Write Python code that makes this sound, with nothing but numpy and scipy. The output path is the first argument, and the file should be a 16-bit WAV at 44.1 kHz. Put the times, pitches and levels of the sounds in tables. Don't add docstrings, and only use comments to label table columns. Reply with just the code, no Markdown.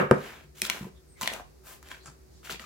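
import sys
import numpy as np
from scipy import signal
from scipy.fft import rfft, irfft
from scipy.io import wavfile
from scipy.ndimage import uniform_filter1d, map_coordinates

SR = 44100
rng = np.random.default_rng(int(sys.argv[2]) if len(sys.argv) > 2 else 0)


def transcribe(u):
    v = np.clip(np.atleast_2d(u).T, -1, 1)
    q = np.round(v * 32767).astype(np.int16)
    wavfile.write(sys.argv[1], SR, q)


def convert_level_to_amplitude(level_db):
    exponent = np.asarray(level_db, float) / 20
    return 10 ** exponent


N = 116865
T = np.arange(N) / SR
LEAD = 4410
SIDES = np.array([[1], [-1]])


def unit(x):
    return x / np.sqrt(np.mean(x ** 2))


def colour(x, table):
    hz, db = np.array(table, float).T
    n = x.shape[-1]
    f = np.arange(n // 2 + 1) * SR / n + 1
    points_hz = np.r_[hz[0] / 4, hz, hz[-1] * 2]
    points_db = np.r_[db[0] - 40, db, db[-1] - 30]
    gain_db = np.interp(np.log(f), np.log(points_hz), points_db)
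    return irfft(rfft(x) * convert_level_to_amplitude(gain_db), n)


def walk(rate_hz):
    k = int(SR / rate_hz)
    steps = np.repeat(rng.standard_normal(N // k + 1), k)
    smooth = uniform_filter1d(uniform_filter1d(steps, k), k)
    return unit(smooth[:N])


def decay(t, t60_s):
    return 1000 ** (-t / t60_s)


def add(track, start_s, x):
    i = max(int(start_s * SR), 0)
    x = x[..., :track.shape[-1] - i]
    track[..., i:i + x.shape[-1]] += x


def pan(db):
    left = convert_level_to_amplitude(db)
    return np.array([[left], [1]]) * 2 / (1 + left)


# freq_hz, level_db, t60_s, pan_db
BODY_MODES = [(150, -5, 0.17, 0.5), (227.9, -4.5, .1, 1), (262, -6.5, 0.074, 0), (394.5, -3, 0.075, 3),
              (492.4, -1, 0.047, 5.5), (594, -5, 0.0087, 2), (898.5, -9.5, 0.022, -1),
              (1250, -13, 0.022, 1), (1340, -2.5, 0.009, -7), (1524, -11, 0.012, -14.5),
              (2300, -15.5, 0.012, -2.5), (2650, -16.5, 0.009, 17.5)]


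def body_ring():
    t = np.arange(int(.3 * SR)) / SR
    out = 0
    for hz, db, t60_s, pan_db in BODY_MODES:
        out = out + convert_level_to_amplitude(db) * pan(2 * pan_db) ** .5 * np.sin(2 * np.pi * hz * t) * decay(t, t60_s)
    return out


KNOCK_START_S = [-.03, .1113]
# peak_db, contact_ms
KNOCK_HITS = [
    (9, 0.068),
    (2.5, 0.14),
]
KNOCK_RISE_S = 0.0011


def knocks():
    out = np.zeros((2, N + LEAD))
    body = body_ring()
    t = np.arange(900) / SR
    for start_s, (peak_db, contact_ms) in zip(KNOCK_START_S, KNOCK_HITS):
        push = np.diff(t * np.exp(-1000 * t / contact_ms))
        hit = signal.fftconvolve(body, push[None], axes=1)
        hit *= np.minimum(np.arange(hit.shape[1]) / SR / KNOCK_RISE_S, 1)
        add(out, start_s + LEAD / SR, convert_level_to_amplitude(peak_db) * hit / np.abs(hit).max())
    return out


# time_s, level_db
STROKE_PRESSURE = [
    [(0, -39), (.09, -64), (.2, -48.5), (.26, -43.5), (.34, -50), (.45, -62.5)],
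    [(.55, -62), (.59, -46), (.613, -48.5), (.621, -39), (.672, -36), (.682, -55)],
    [(.68, -44), (.69, -47.5), (.698, -42)],
    [(.703, -42.5), (.76, -44.5), (.85, -54), (.89, -63)],
    [(1.17, -68), (1.209, -56), (1.213, -41), (1.232, -39), (1.245, -43), (1.272, -44)],
    [(1.28, -47), (1.31, -49.5), (1.33, -43.5), (1.34, -44.5), (1.41, -56.5), (1.45, -90)],
    [(1.635, -67.5), (1.67, -50.5), (1.73, -50.5), (1.79, -66)],
    [(1.828, -53), (1.89, -47.5), (1.92, -40.5), (1.96, -50), (2.01, -59)],
    [(2.03, -71), (2.065, -50), (2.085, -54), (2.13, -66.5)],
    [(2.43, -62.5), (2.45, -43.5), (2.49, -48.5), (2.505, -36), (2.535, -40), (2.585, -65)],
    [(2.596, -45), (2.65, -52.5)],
]
# powder_db, grit_db, wall_db, roughness_db, pan_db
STROKE_MIX = [(-11, -0.5, -4, -2, 1), (-4, -1.5, -13, 5, 0.5), (-39, -6.5, -1, 1, -2.5),
              (-6, -5.5, -2, 3.5, 1.5), (-2.5, 0.5, -5.5, 0.5, 1), (-6.5, -14, 1, 1, 7.5),
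              (0, -8.5, -5.5, 0.5, 2), (-14.5, -8, -11, 3.5, 1), (-19.5, -17, -0.5, 4.5, 2),
              (-8.5, -4, -12, -0.5, 4), (-10.5, -5, -6.5, -3, 7.5)]
GRIT_TILT = [-6, 0, -10.5, -1, -0.5, 5.5, 2.5, -2.5, 12, -1, 0.5]
# freq_hz, level_db
POWDER_TONE = [(300, -41.5), (1200, -10), (3000, -12.5), (8000, -5.5), (12500, 0.5), (16000, -2.5)]
# freq_hz, level_db
GRIT_TONE = [(300, -24.5), (900, -25.5), (1500, -5.5), (2400, 1.5), (3500, 1), (4700, -2.5), (7500, -1),
             (16000, -41)]
# freq_hz, level_db
WALL_TONE = [(100, -29.5), (210, -1.5), (300, -6.5), (450, -6), (750, -5.5), (1100, -7), (1500, -5),
             (3000, -27)]


def strokes():
    shared = rng.standard_normal((3, N))
    apart = rng.standard_normal((2, N))
    size = rng.exponential(size=N)
    cluster = np.clip(walk(260), -2, 1.5)
    powder = unit(colour(rng.standard_normal((2, N)) + shared[0], POWDER_TONE))
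    grit_scale = 1 / np.std(colour(shared[2], GRIT_TONE))
    wall_scale = 1 / np.std(colour(shared[2], WALL_TONE))
    out = np.zeros((2, N))
    for curve, mix, tilt_db in zip(STROKE_PRESSURE, STROKE_MIX, GRIT_TILT):
        powder_db, grit_db, wall_db, rough_db, pan_db = mix
        s, db = np.array(curve, float).T
        press_db = np.interp(T, np.r_[s[0] - .006, s, s[-1] + .02], np.r_[-100, db, -100])
        press = convert_level_to_amplitude(press_db)
        crunch = convert_level_to_amplitude(rough_db * (.25 * size + cluster))
        crystals = unit(crunch * (shared[1] + .7 * apart)) * press
        tilted = [(hz, level_db + tilt_db * np.log2(hz / 2000)) for hz, level_db in GRIT_TONE]
        stroke = convert_level_to_amplitude(powder_db) * press * powder
        stroke = stroke + convert_level_to_amplitude(grit_db) * grit_scale * colour(crystals, tilted)
        stroke = stroke + convert_level_to_amplitude(wall_db) * wall_scale * colour(crystals, WALL_TONE)
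        out += pan(np.clip(pan_db, -6, 6)) * stroke
    return out


# freq_hz, level_db_per_hz
HUM_TONE = [(25, -17), (62, 19.5), (100, -5.5), (150, 5), (210, -16.5), (380, -6), (600, -40)]
# freq_hz, level_db_per_hz
AIR_TONE = [(200, -21.5), (500, -23), (900, -33.5), (2000, -35.5), (3200, -43.5), (4600, -35.5),
            (9000, -41), (16000, -44)]
HUM_DB, AIR_DB = -52, -62.5


def kitchen():
    mid, side = rng.standard_normal((2, 2, N))
    hum = unit(colour(mid[0] + 0.38 * SIDES * side[0], HUM_TONE))
    air = unit(colour(mid[1] + SIDES * side[1], AIR_TONE))
    return hum * convert_level_to_amplitude(HUM_DB + walk(7.2)) + air * convert_level_to_amplitude(AIR_DB + 0.5 * walk(1.2))


# start_s, length_s, freq_hz, width_hz, level_db
FAR_SQUEAKS = [
    (1.07, .11, 8400, 350, -63),
    (.94, .08, 3500, 500, -68),
    (1.15, .06, 2100, 300, -60),
    (1.99, .07, 4300, 600, -61),
    (2.04, .07, 4900, 900, -60),
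    (1.3, .25, 62, 30, -50),
    (2.3, .14, 5500, 4000, -65),
    (-2, 7, 378, 12, -65),
]


def squeaks():
    out = np.zeros((2, N))
    for start_s, length_s, hz, width_hz, db in FAR_SQUEAKS:
        band = signal.butter(2, [hz - width_hz / 2, hz + width_hz / 2], "band", fs=SR)
        swell = np.sin(np.pi * np.clip((T - start_s) / length_s, 0, 1))
        out += convert_level_to_amplitude(db) * swell * unit(signal.lfilter(*band, rng.standard_normal((2, N))))
    return out


# start_s, peak_db, ring_hz,
# crack_db, pan_db
EDGE_TICKS = [(.1114, -25, 3000, -3, 2), (.6179, -13, 2450, -10, 1), (.651, -23, 3500, -22, 2),
              (.6988, -12.5, 2250, -15, 0), (1.2118, -25, 1010, -11, -1), (1.2185, -25, 1010, -8, 1),
              (1.23, -23, 1000, -14, 1), (1.2333, -26, 3000, -18, 1), (1.259, -28, 3000, -22, 1),
              (1.2753, -14, 2150, -19, 2), (1.281, -29, 2900, -26, 2), (1.301, -31, 2350, -26, 2),
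              (1.334, -31, 2800, -14, 3), (1.3365, -28, 2700, -10, 3), (1.828, -41, 1300, -14, 1),
              (1.887, -42, 1880, -14, 0), (1.915, -30, 1620, -28, 0), (1.946, -42, 2400, -26, -1),
              (2.073, -44, 4900, -22, 0), (2.448, -42, 2150, -20, -1), (2.471, -39, 1900, -24, 0),
              (2.502, -32, 2650, -24, 2), (2.509, -30, 3050, -20, 2), (2.5235, -29, 2900, -12, 2),
              (2.546, -36, 2400, -26, 2), (2.558, -38, 2400, -30, 2), (2.5958, -31, 2000, -26, 2)]
# multiple_of_ring_hz, level_db, t60_s
WALL_RINGS = [
    (1, 0, .012),
    (1.42, -3, .009),
    (1.85, -9, .006),
]
CRACK_S, SNAP_S, TICK_RISE_S = .0009, .0013, .0004
BOUNCE_S, BOUNCE_DB = .0021, -11


def ticks():
    out = np.zeros((2, N))
    t = np.arange(1300) / SR
    lag = int(BOUNCE_S * SR)
    crack_band = signal.butter(1, [3500, 11000], "band", fs=SR)
    for start_s, peak_db, hz, crack_db, pan_db in EDGE_TICKS:
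        chance = rng.standard_normal((3, 1300))
        rings = 0
        for (multiple, db, t60_s), c, p in zip(WALL_RINGS, chance[0], chance[1]):
            ring_hz = hz * multiple * (1 + 0.021 * c)
            wave = np.sin(2 * np.pi * ring_hz * t + .6 * SIDES * p)
            rings = rings + convert_level_to_amplitude(db + 2 * c) * wave * decay(t, t60_s)
        crack = signal.lfilter(*crack_band, chance[0] + chance[1:]) * np.exp(-t / CRACK_S)
        snap_band = signal.butter(2, [hz / 1.3, min(2.1 * hz, 4900)], "band", fs=SR)
        snap = signal.lfilter(*snap_band, chance[0] + .5 * chance[1:]) * np.exp(-t / SNAP_S)
        tick = (.5 * rings + snap + convert_level_to_amplitude(crack_db + 11.5) * crack) * np.minimum(t / TICK_RISE_S, 1)
        tick = tick * convert_level_to_amplitude(-6.5) / np.std(tick.mean(0)[:100])
        bounce = np.pad(tick, ((0, 0), (lag, 0)))[:, :-lag]
        add(out, start_s, convert_level_to_amplitude(peak_db) * pan(pan_db) * (tick + convert_level_to_amplitude(BOUNCE_DB) * bounce))
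    return out


# start_s, peak_db, pitch_hz, t60_s
SOFT_BUMPS = [(0.621, -34, 371, 0.055), (.624, -35, 208, 0.069), (.651, -30, 1430, 0.015),
              (.8095, -29, 187, 0.031), (0.8232, -33.5, 164.4, 0.12), (0.844, -37, 960, 0.012),
              (0.852, -32, 180, 0.03), (0.8678, -35.5, 402, 0.027), (0.897, -50, 175, 0.045),
              (1.214, -41, 160, 0.038), (1.231, -34.5, 210, 0.02), (1.2484, -26.5, 900, 0.0035),
              (1.258, -30, 1000, 0.0093), (1.2753, -26.5, 675, 0.016), (1.3175, -31.5, 570, 0.0097),
              (1.342, -34, 596, 0.02), (1.35, -36, 694, 0.017), (1.363, -35, 900, 0.0062),
              (1.397, -32, 1080, 0.0095), (1.399, -33.5, 628, 0.0076), (1.406, -35.5, 720, 0.016),
              (1.945, -37.5, 1550, 0.013), (2.061, -44, 1340, 0.037), (2.077, -42, 1312, 0.049),
              (2.079, -44, 150, 0.14), (2.4305, -47, 1290, .02), (2.462, -44, 1604, .015),
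              (2.474, -37, 1460, 0.017), (2.496, -23.5, 1433, 0.014), (2.497, -41.5, 645, 0.035),
              (2.498, -40.5, 390, 0.13), (2.506, -42, 233, 0.035), (2.524, -43.5, 163, 0.075),
              (2.544, -40, 390, 0.018), (2.596, -40, 1268, 0.032), (2.597, -46.5, 220, 0.14),
              (2.607, -43, 1310, .02), (2.625, -42, 1268, .03), (2.64, -38.5, 1230, 0.043)]
BUMP_RISE_CYCLES, BUMP_OVERTONE_DB = 0.34, -8


def bumps():
    out = np.zeros((2, N))
    t = np.arange(SR // 8) / SR
    for start_s, peak_db, hz, t60_s in SOFT_BUMPS:
        c = rng.standard_normal(2)
        note = np.sin(2 * np.pi * hz * t + c[0] * hz / 3000 * SIDES) * decay(t, t60_s)
        overtone = np.sin(2 * np.pi * hz * (2.105 + 0.18 * c[1]) * t) * decay(t, t60_s / 2)
        note = note + convert_level_to_amplitude(BUMP_OVERTONE_DB) * overtone
        note = note * (1 - np.exp(-t * hz / BUMP_RISE_CYCLES))
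        add(out, start_s, -convert_level_to_amplitude(peak_db) * note / np.abs(note).max())
    return out


# freq_hz, level_db
TAIL_TONE = [(60, -15.5), (150, -4), (400, -7.5), (800, -4), (1400, -6), (2500, -4), (6000, -8),
             (16000, -17.5)]
ROOM_T60_LOW_S, ROOM_T60_HIGH_S = 0.28, 0.29


def room(x):
    t = np.arange(SR // 2) / SR
    mid, side = rng.standard_normal((2, len(t)))
    wide = signal.lfilter(*signal.butter(2, 520, "high", fs=SR), side)
    noise = mid + 1.245 * SIDES * wide
    low = signal.lfilter(*signal.butter(2, 900, fs=SR), noise)
    tail = low * decay(t, ROOM_T60_LOW_S) + (noise - low) * decay(t, ROOM_T60_HIGH_S)
    tail = colour(tail * np.minimum(t / 0.0085, 1), TAIL_TONE)
    tail = tail / np.sqrt(np.sum(tail ** 2) / 2)
    return signal.fftconvolve(x[None], tail, axes=1)[:, :len(x)]


ROOM_DB, KNOCK_ROOM_DB = -8.5, -9
PORT_LAG_S = 2.5e-5


def scene():
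    spoon = strokes() + ticks() + bumps()
    near = knocks()
    spoon_send = np.r_[np.zeros(LEAD), spoon.mean(0)]
    wet = room(convert_level_to_amplitude(KNOCK_ROOM_DB) * near.mean(0) + convert_level_to_amplitude(ROOM_DB) * spoon_send)[:, LEAD:]
    dry = spoon + near[:, LEAD:]
    dry[0] = map_coordinates(dry[0], [np.arange(N) - PORT_LAG_S * SR], mode="nearest")
    return dry + wet + kitchen() + squeaks()


def band_limit(x):
    return signal.sosfilt(signal.butter(12, 16660, fs=SR, output="sos"), x)


LOW_CUT_HZ, TOP_HZ = 75, 15900


def record(dry):
    dry = signal.lfilter(*signal.butter(2, LOW_CUT_HZ, "high", fs=SR), dry)
    dry = signal.sosfilt(signal.ellip(8, .2, 60, TOP_HZ, fs=SR, output="sos"), dry)
    return band_limit(np.clip(dry, -1, 1))


dry = scene()
out = record(dry)
transcribe(out)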